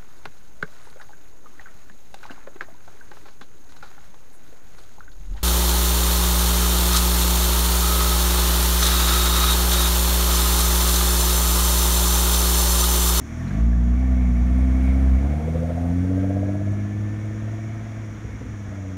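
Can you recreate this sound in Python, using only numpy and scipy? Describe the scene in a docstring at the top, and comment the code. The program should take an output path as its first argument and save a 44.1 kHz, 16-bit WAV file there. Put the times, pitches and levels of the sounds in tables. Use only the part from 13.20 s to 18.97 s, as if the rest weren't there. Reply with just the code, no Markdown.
"""A six-cylinder sports car idles in a parking lot, pulls away in first gear and lifts off in the distance.
Its exhaust pulses boom at harmonics of the firing rate, rasp once per engine cycle under load and
ring the pipes in burbles and pops on the overrun. A gear whines with the revs, belts whir, turbos hiss
and the drive creaks. Tyres hiss over gritty asphalt, a building echoes and insects shrill steadily
in the trees; an automatic gain ducks under the engine."""
import sys
import numpy as np
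from scipy import signal
from scipy.fft import rfft, irfft
from scipy.io import wavfile
from scipy.ndimage import uniform_filter1d

SR = 44100
rng = np.random.default_rng(int(sys.argv[2]) if len(sys.argv) > 2 else 0)


def inscribe(sig):
    """Save sig as 16-bit PCM at rate SR to the path in sys.argv[1].

    A 1-D sig is mono; a 2-D sig holds one channel per row.
    Samples are clipped to [-1, 1] before scaling.
    """
    pcm = np.round(np.clip(np.atleast_2d(sig).T, -1, 1) * 32767)
    wavfile.write(sys.argv[1], SR, pcm.astype(np.int16))


N = 254456
TIME = np.arange(N) / SR
CYLINDERS = 6
# engine speed: time_s, firing_rate_hz
FIRING_RATE = [(0.0, 36.27), (0.17, 40.35), (0.43, 57.62), (0.72, 60.11), (0.85, 64.27), (1.15, 59.65),
               (1.44, 64.0), (1.6, 63.75), (1.8, 66.09), (1.95, 63.83), (2.16, 75.13), (2.3, 80.38),
               (2.7, 86.13), (2.88, 92.23), (3.45, 100.2), (3.96, 105.14), (4.55, 109.1), (4.8, 107.36),
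               (5.3, 104.28), (5.77, 92.18)]
# engine load as strength of the exhaust pulses, dipping at the lift-off at 5 s: time_s, level_db
ENGINE_LOAD = [(0, -34), (.2, -15.5), (.36, -4.5), (.5, -1), (.7, -.5), (.86, -2.5), (.96, -1), (1.3, 0),
               (1.5, 0.5), (1.85, -.5), (2.0, -1), (2.2, -1), (2.55, -3.5), (2.7, -0.5), (3.4, 0),
               (4.9, -3.5), (5.03, -9), (5.24, -7.5), (5.34, -2), (5.77, -2.5)]
# resonances of the long exhaust pipes: pitch_hz, width_hz, gain_db
PIPE_MODES = [(60, 19, 4.5), (129.6, 27, 1), (225, 8.8, -0.5), (255.5, 25.7, -3.5), (341.3, 15, -12.5)]
# resonances of the tailpipes: pitch_hz, width_hz, gain_db
TAILPIPE_MODES = [(460.6, 43, 10), (524, 33, 10), (578, 170, -3), (696, 52, 8), (725, 160, -1.5)]
# dull pops on the overrun: start_s, relative_db
OVERRUN_POPS = [(5.043, -23), (5.086, -25.5), (5.128, -26), (5.21, -20), (5.25, -26.5), (5.278, -28.5),
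                (5.464, -30)]
# relative levels of the broadband noises: time_s, rush_db, tyre_hiss_db
NOISE_LEVELS = [(0, -49, -67.5), (.3, -44.5, -65.5), (1.2, -43, -61.5), (1.66, -40.5, -58.5),
                (2.7, -42, -59.5), (3.5, -44.5, -64.5), (4.6, -44.5, -67.5), (5.77, -46.5, -69.5)]


def from_db(db):
    """Decibels to amplitude ratio."""
    return 10 ** (np.asarray(db) / 20)


def rms_one(x):
    """Normalisation to unit power."""
    return x / np.sqrt(np.mean(x ** 2) + 1e-20)


def in_time(rows):
    """Linear interpolation of each column of a curve at every sample."""
    times_s, *columns = np.transpose(rows)
    return [np.interp(TIME, times_s, column) for column in columns]


def butter(x, hz, kind, order=2):
    """Causal Butterworth filter."""
    return signal.sosfilt(signal.butter(order, hz, kind, fs=SR, output="sos"), x + 1e-18)


def resonate(x, hz, width_hz):
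    """Two-pole resonator with unit peak gain."""
    r = np.exp(-np.pi * width_hz / SR)
    feedback = [1, -2 * r * np.cos(2 * np.pi * hz / SR), r * r]
    return signal.lfilter(np.array([1, 0, -1]) * (1 - r * r) / 2, feedback, x + 1e-18)


def ring(x, modes):
    """Modal superposition: resonators in parallel, signs alternating."""
    return sum((-1) ** k * from_db(db) * resonate(x, hz, width)
               for k, (hz, width, db) in enumerate(modes))


def steady(x, window_s):
    """Normalisation to unit power within a sliding window."""
    size = int(window_s * SR)
    return x / np.sqrt(np.abs(uniform_filter1d(uniform_filter1d(x ** 2, size), size)) + 1e-16)


def noise(spectrum):
    """Spectrally shaped noise of unit power."""
    hz, db = np.transpose(spectrum)
    bins = np.maximum(np.fft.rfftfreq(N, 1 / SR), 1)
    gain = from_db(np.interp(np.log(bins), np.log(hz), db, left=-np.inf, right=-np.inf))
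    return rms_one(irfft(rfft(rng.standard_normal(N)) * gain, N))


def noise_band(hz, width_hz):
    """Narrow-band noise of unit power: two equal resonators in cascade."""
    return rms_one(resonate(resonate(rng.standard_normal(N), hz, width_hz), hz, width_hz))


def drift(hz):
    """Slow random modulation: low-passed noise of unit power."""
    bins = np.fft.rfftfreq(N, 1 / SR)
    return rms_one(irfft(rfft(rng.standard_normal(N)) / (1 + (bins / hz) ** 2) ** 2, N))


def impulses(at, heights):
    """Impulse train at the given samples."""
    out = np.zeros(N)
    out[np.clip(np.asarray(at).astype(int), 0, N - 1)] = heights
    return out


def ticks(rows, decay_s, relative_width, gain_db):
    """Exponentially damped noise bursts, each filtered around its own pitch."""
    out, age = np.zeros(N), TIME[:SR // 10]
    for start_s, db, hz in rows:
        burst = rng.standard_normal(len(age)) * np.exp(-age / decay_s)
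        burst = resonate(resonate(burst, hz, hz * relative_width), hz, hz * relative_width)
        at = int(start_s * SR)
        out[at:at + len(age)] += from_db(db + gain_db) * burst / np.abs(burst).max()
    return out


def spreading_db(start_s=0.43, nearest_m=6.83, acceleration_m_s2=1.806):
    """Spherical spreading: pressure falls as 1/distance while the car accelerates evenly away."""
    travelled_m = acceleration_m_s2 * np.maximum(TIME - start_s, 0) ** 2 / 2
    return 20 * np.log10(nearest_m / np.hypot(nearest_m, travelled_m))


def tail_on(middle_s=2.28, length_s=2.02):
    """Heading for directivity: 0 side-on, 1 once the tailpipes face the listener."""
    return (1 + np.sin(np.pi * np.clip((TIME - middle_s) / length_s, -.5, .5))) / 2


def exhaust_db(directivity_db=5):
    """Exhaust level at the listener: load, spreading and directivity add in decibels."""
    return in_time(ENGINE_LOAD)[0] + spreading_db() + directivity_db * tail_on()


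def flare(rows, floor_db, shift_hz=0):
    """Forced resonance: the gain swells as the firing rate passes each resonant speed."""
    rate_hz = in_time(FIRING_RATE)[0] - shift_hz
    return from_db(floor_db) + sum(from_db(db) * np.exp(-((rate_hz - centre) / width) ** 2 / 2)
                                   for centre, width, db in rows)


def engine_cycle(firings):
    """Phase in engine cycles, whole when the loudest cylinder exhausts."""
    return (firings - .1) / CYLINDERS


def bark(firings):
    """Amplitude modulation: a short swell, 0 to 1, once per engine cycle."""
    return np.cos(np.pi * engine_cycle(firings)) ** 8


def insects():
    """A chorus of insects sums incoherently to a shrill band of noise."""
    # chorus spectrum: frequency_hz, density_db
    spectrum = [(4600, -44), (5200, -9.5), (5550, -2), (5900, 1), (6250, -3.5), (6650, -0.5), (7100, -3.5),
                (7450, -18), (8500, -17.5)]
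    return from_db(-56.5 + 0.52 * drift(30)) * noise(spectrum)


def rush():
    """Engine bay, tyres and town merge into broadband noise, strongest in the bass."""
    # rush spectrum: frequency_hz, density_db
    spectrum = [(20, 17.5), (60, 11.5), (300, 14), (500, 1), (900, -1.5), (1300, 0.5), (1900, -0.5),
                (2330, -5), (2600, -9), (3050, -13), (3400, -10.5), (3900, -18), (4900, -22), (7500, -32)]
    return from_db(in_time(NOISE_LEVELS)[0] + 6.5 + .5 * drift(25)) * noise(spectrum)


def facade_echoes(x):
    """Reflection from an office front returns delayed, low-passed copies."""
    # reflections: delay_s, gain_db
    echoes = [(0.048, -20.5), (0.114, -35), (0.197, -22), (0.29, -44)]
    dull = butter(x, 2560, "low", order=1)
    return sum(from_db(db) * np.interp(TIME - delay_s, TIME, dull, left=0) for delay_s, db in echoes)


def tyres(grains_per_s=670):
    """Rolling noise: tread hiss, shot noise from sand grains and the cracks of single stones."""
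    # tread hiss spectrum: frequency_hz, density_db
    tread = [(2000, -26), (4000, 0.5), (7500, 0.5), (9000, 4.5), (9800, 2.5), (10500, -4), (11400, 0.5),
             (13000, -6), (15700, -9)]
    # stones cracking under the tyres: start_s, relative_db, pitch_hz
    stones = [(1.386, -51, 8660), (1.632, -49, 9380), (1.652, -52, 9470), (1.7804, -53, 7440),
              (2.1924, -54, 8580), (3.0954, -57, 9510), (3.3353, -55, 9600), (3.4511, -63, 8800),
              (3.522, -52, 7730), (4.0567, -57, 8600)]
    grains = rng.choice([-1, 1], N) * (rng.random(N) < grains_per_s / SR)
    grit = rms_one(butter(butter(grains, 3500, "high"), 9000, "low", order=1))
    hiss = from_db(in_time(NOISE_LEVELS)[1]) * (from_db(1) * noise(tread) + from_db(-3) * grit)
    return hiss + ticks(stones, decay_s=.003, relative_width=0.28, gain_db=6)


def drive_creaks():
    """Damped transients sound as the drive takes up the load."""
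    # creaks: start_s, relative_db, pitch_hz
    creaks = [(.205, -38, 1830), (.275, -44, 4000), (.305, -37, 1630), (.325, -54, 4140), (.332, -64, 1170),
              (.53, -32.5, 1680)]
    return ticks(creaks, decay_s=0.011, relative_width=0.12, gain_db=-1)


def engine_bay(load_share=0.35, shadow_db=-15.5):
    """Belts and pumps whir in narrow bands, shadowed as the car turns its tail."""
    # whirring bands: pitch_hz, width_hz, relative_db
    bands = [(657, 54, -50), (790, 190, -55.5), (1140, 89, -55), (1775, 35, -57.5), (3500, 440, -77)]
    level_db = 3.5 + load_share * in_time(ENGINE_LOAD)[0] + spreading_db() + shadow_db * tail_on()
    return from_db(level_db) * sum(from_db(db) * noise_band(hz, width) for hz, width, db in bands)


def turbos():
    """The turbos hiss as narrow-band noise with a random flutter in amplitude."""
    # hiss envelope: time_s, level_db
    envelope = [(.7, -57), (1.0, -49.5), (1.75, -47), (2.0, -51), (2.8, -56.5), (3.9, -53), (5.77, -62.5)]
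    return from_db(in_time(envelope)[0] + 3 * drift(11)) * noise_band(hz=2211, width_hz=210)


def gear_whine(firings, teeth_per_firing=17):
    """Meshing teeth give a tone locked to the revs, wavering in phase and level."""
    # resonant speed: firing_rate_hz, width_hz, gain_db
    resonances = [(103.5, 8.9, -51)]
    mesh = np.sqrt(2) * np.sin(2 * np.pi * teeth_per_firing * firings + 0.8 * drift(16))
    return from_db(exhaust_db() + 1.5 * drift(25)) * flare(resonances, floor_db=-76.5) * mesh


def exhaust_gas(firings):
    """Turbulent flow, puffing at each firing and most with the bark, excites the tailpipe modes."""
    # resonant speeds: firing_rate_hz, width_hz, gain_db
    resonances = [(73, 6.64, -34.5), (84.8, 1.8, -38.5), (96.2, 3, -48)]
    puffs = 1 + 0.15 * np.cos(2 * np.pi * firings)
    flow = puffs * (1 + 0.85 * bark(firings)) * rng.standard_normal(N)
    piped = butter(ring(flow, TAILPIPE_MODES), 896, "low", order=4)
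    piped = butter(piped, 583, "high", order=6)
    return from_db(0.78 * exhaust_db()) * flare(resonances, floor_db=-49) * steady(piped, 0.041)


def exhaust_pops():
    """Late-burning fuel excites the impulse response of the whole exhaust."""
    def response(x):
        """Pipe and tailpipe modes in parallel, low-passed."""
        return butter(ring(x, PIPE_MODES) + from_db(-14) * ring(x, TAILPIPE_MODES), 398, "low")
    start_s, db = np.transpose(OVERRUN_POPS)
    reference_peak = np.abs(response(impulses([0], 0.87))).max()
    return response(impulses(start_s * SR, -from_db(db))) / reference_peak


def pop_rumble(attack_s=0.0043, decay_s=0.024):
    """Envelope of the rumble each pop leaves in the pipes: quick swell, exponential decay."""
    envelope = 0
    for start_s, db in OVERRUN_POPS:
        age = np.maximum(TIME - start_s, 0)
        envelope += from_db(db - 2.5) * (1 - np.exp(-(age / attack_s) ** 2)) * np.exp(-age / decay_s)
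    return envelope


def exhaust_burble(firings, valve_lag=0.427, bank_imbalance=0.18):
    """Uneven combustion: cylinder differences add cycle harmonics, random pulses ring the pipes."""
    # repeating pattern of the cylinders: cycle_order, level_db
    orders = [(4, -9), (5, -1), (7, -5), (8, -4), (9, -1), (10, -10), (11, -8), (15, -3), (16, -10),
              (17, -9), (19, -5), (20, -12), (21, -5), (23, -10), (25, -7)]
    pulse_number = np.floor(firings - valve_lag).astype(int)
    at = np.flatnonzero(np.diff(pulse_number)) + 1
    cylinder = pulse_number[at] % CYLINDERS
    idling = np.interp(TIME, [.2, .4], [1, 0])
    uneven = rng.uniform(-1.84, 1, len(at)) + bank_imbalance * (-1) ** cylinder
    push = uneven * (1 - 0.75 * idling[at]) + 2.6 * idling[at]   # at idle each pulse stands alone
    stumble = steady(butter(ring(impulses(at, push), PIPE_MODES), 356, "low", order=4), 0.21)
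    lope = 0
    for order, db in orders:
        phase = 2 * np.pi * (order * firings / CYLINDERS + rng.random())
        lope += from_db(db) * np.cos(phase + 0.59 * drift(4.4))
    lope = rms_one(butter(lope, 356, "low", order=6))
    load_db = in_time(ENGINE_LOAD)[0]
    chance = np.clip(0.2 - 0.5 * load_db, 0, 1)   # the random share of the power grows off load
    gain = from_db(-27.5 + 0.46 * load_db + spreading_db()) + from_db(-38) * idling
    return gain * (np.sqrt(chance) * stumble + np.sqrt(1 - chance) * lope) + pop_rumble() * stumble


def exhaust_rasp(firings, middle_order=38.36, sweep_rad=0.024):
    """Constructive interference: high orders align once a cycle as one cylinder barks."""
    # harmonics of the engine cycle: cycle_order, relative_db
    orders = [(27, 9), (30, 8), (31, -7), (32, 6.5), (33, -17), (35, -3), (36, -8), (37, 4), (38, 5),
              (39, -2.5), (41, -8), (42, -21), (43, -8), (44, 1.5), (45, -25), (49, -15), (50, -4.5),
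              (51, -10), (57, -23), (58, -15)]
    # pass band of the silencer: frequency_hz, gain_db
    silencer = [(340, -28), (430, -9), (475, -2.5), (520, -2), (560, -4.5), (605, -1), (650, 0.5),
                (700, 4.5), (735, -15), (780, -17), (850, -44)]
    # resonant speeds: firing_rate_hz, width_hz, gain_db
    resonances = [(77.6, 3.1, -38), (82.1, 1.7, -22), (96.4, 3.16, -28), (108.76, 2.16, -35)]
    cycle_hz = in_time(FIRING_RATE)[0] / CYLINDERS
    cycle = engine_cycle(firings) + .0015 * drift(10)
    out, power = 0, 0
    for order, db in np.round(orders):
        gain = from_db(db + np.interp(order * cycle_hz, *np.transpose(silencer)))
        above = order - middle_order
        phase = rng.uniform(-.6, .6) - sweep_rad * above ** 2   # each bark sweeps upward
        swell = flare(resonances, floor_db=-47, shift_hz=0.22 * above)   # high orders need more revs
        out += gain * swell * np.cos(2 * np.pi * order * cycle + phase)
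        power += gain ** 2 / 2
    return from_db(-7.5 + 1.36 * exhaust_db()) * (1 + 0.52 * bark(firings)) * out / np.sqrt(power)


def exhaust_boom(firings, pipe_hz=234.5, half_width_hz=5.5):
    """Harmonics of the periodic pulse train swell, sink and turn in phase across pipe resonances."""
    # directivity of the first five firing harmonics: side_db, change_behind_db
    harmonics = [(0.5, 0.5), (-4, 2.5), (-2, 2.5), (1, -15.5), (-9.5, 2)]
    # frequency response of the exhaust: frequency_hz, gain_db
    response = [(37, -29), (47, -16), (57, -3), (65, -2.5), (77, -11.5), (104, -11.5), (126, -16),
                (163, -11.5), (192, -13.5), (214, -17), (234, -17), (262, -13), (284, -11), (305, -22),
                (325, -21.5), (348, -24), (450, -42)]
    out, rate_hz = 0, in_time(FIRING_RATE)[0]
    for k, (side_db, behind_db) in enumerate(harmonics, 1):
        db = side_db + behind_db * tail_on() + np.interp(k * rate_hz, *np.transpose(response))
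        db += 0.35 * (k - 1) * spreading_db()   # upper harmonics fade first with distance
        pipe_phase = np.pi - 2 * np.arctan((k * rate_hz - pipe_hz) / half_width_hz)
        out += from_db(db + 1.19 * drift(12)) * np.cos(2 * np.pi * k * (firings - 0.042) + pipe_phase)
    return from_db(-7.5 + exhaust_db()) * out


def scene():
    """Superposition of the car, its echoes and the summer air."""
    firings = np.cumsum(in_time(FIRING_RATE)[0]) / SR   # phase, counted in firings
    car = exhaust_burble(firings) + exhaust_rasp(firings) + exhaust_gas(firings) + exhaust_pops()
    car += gear_whine(firings) + engine_bay() + turbos() + drive_creaks()
    background = tyres() + rush() + insects() + facade_echoes(car)
    return (background + car + exhaust_boom(firings))[None]


def gain_control(x, threshold_db=-23.5, slope=0.35, recovery_db_per_s=0.67):
    """Compression: the gain ducks quickly above a threshold and creeps back."""
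    level_db = 10 * np.log10(butter(x ** 2, 3.4, "low", order=1) + 1e-12)
    wanted_cut_db = slope * np.maximum(level_db - threshold_db, 0)
    recovered_db = recovery_db_per_s * TIME
    cut_db = np.maximum.accumulate(wanted_cut_db + recovered_db, axis=-1) - recovered_db
    return x * from_db(-cut_db)


def record(dry):
    """Band limiting: the microphone sheds deep bass, the gain rides the level and the top is cut."""
    levelled = gain_control(butter(dry, 33.7, "high"))
    return signal.sosfilt(signal.ellip(12, .1, 90, 15750, fs=SR, output="sos"), levelled)


dry = scene()
out = record(dry)
inscribe(out)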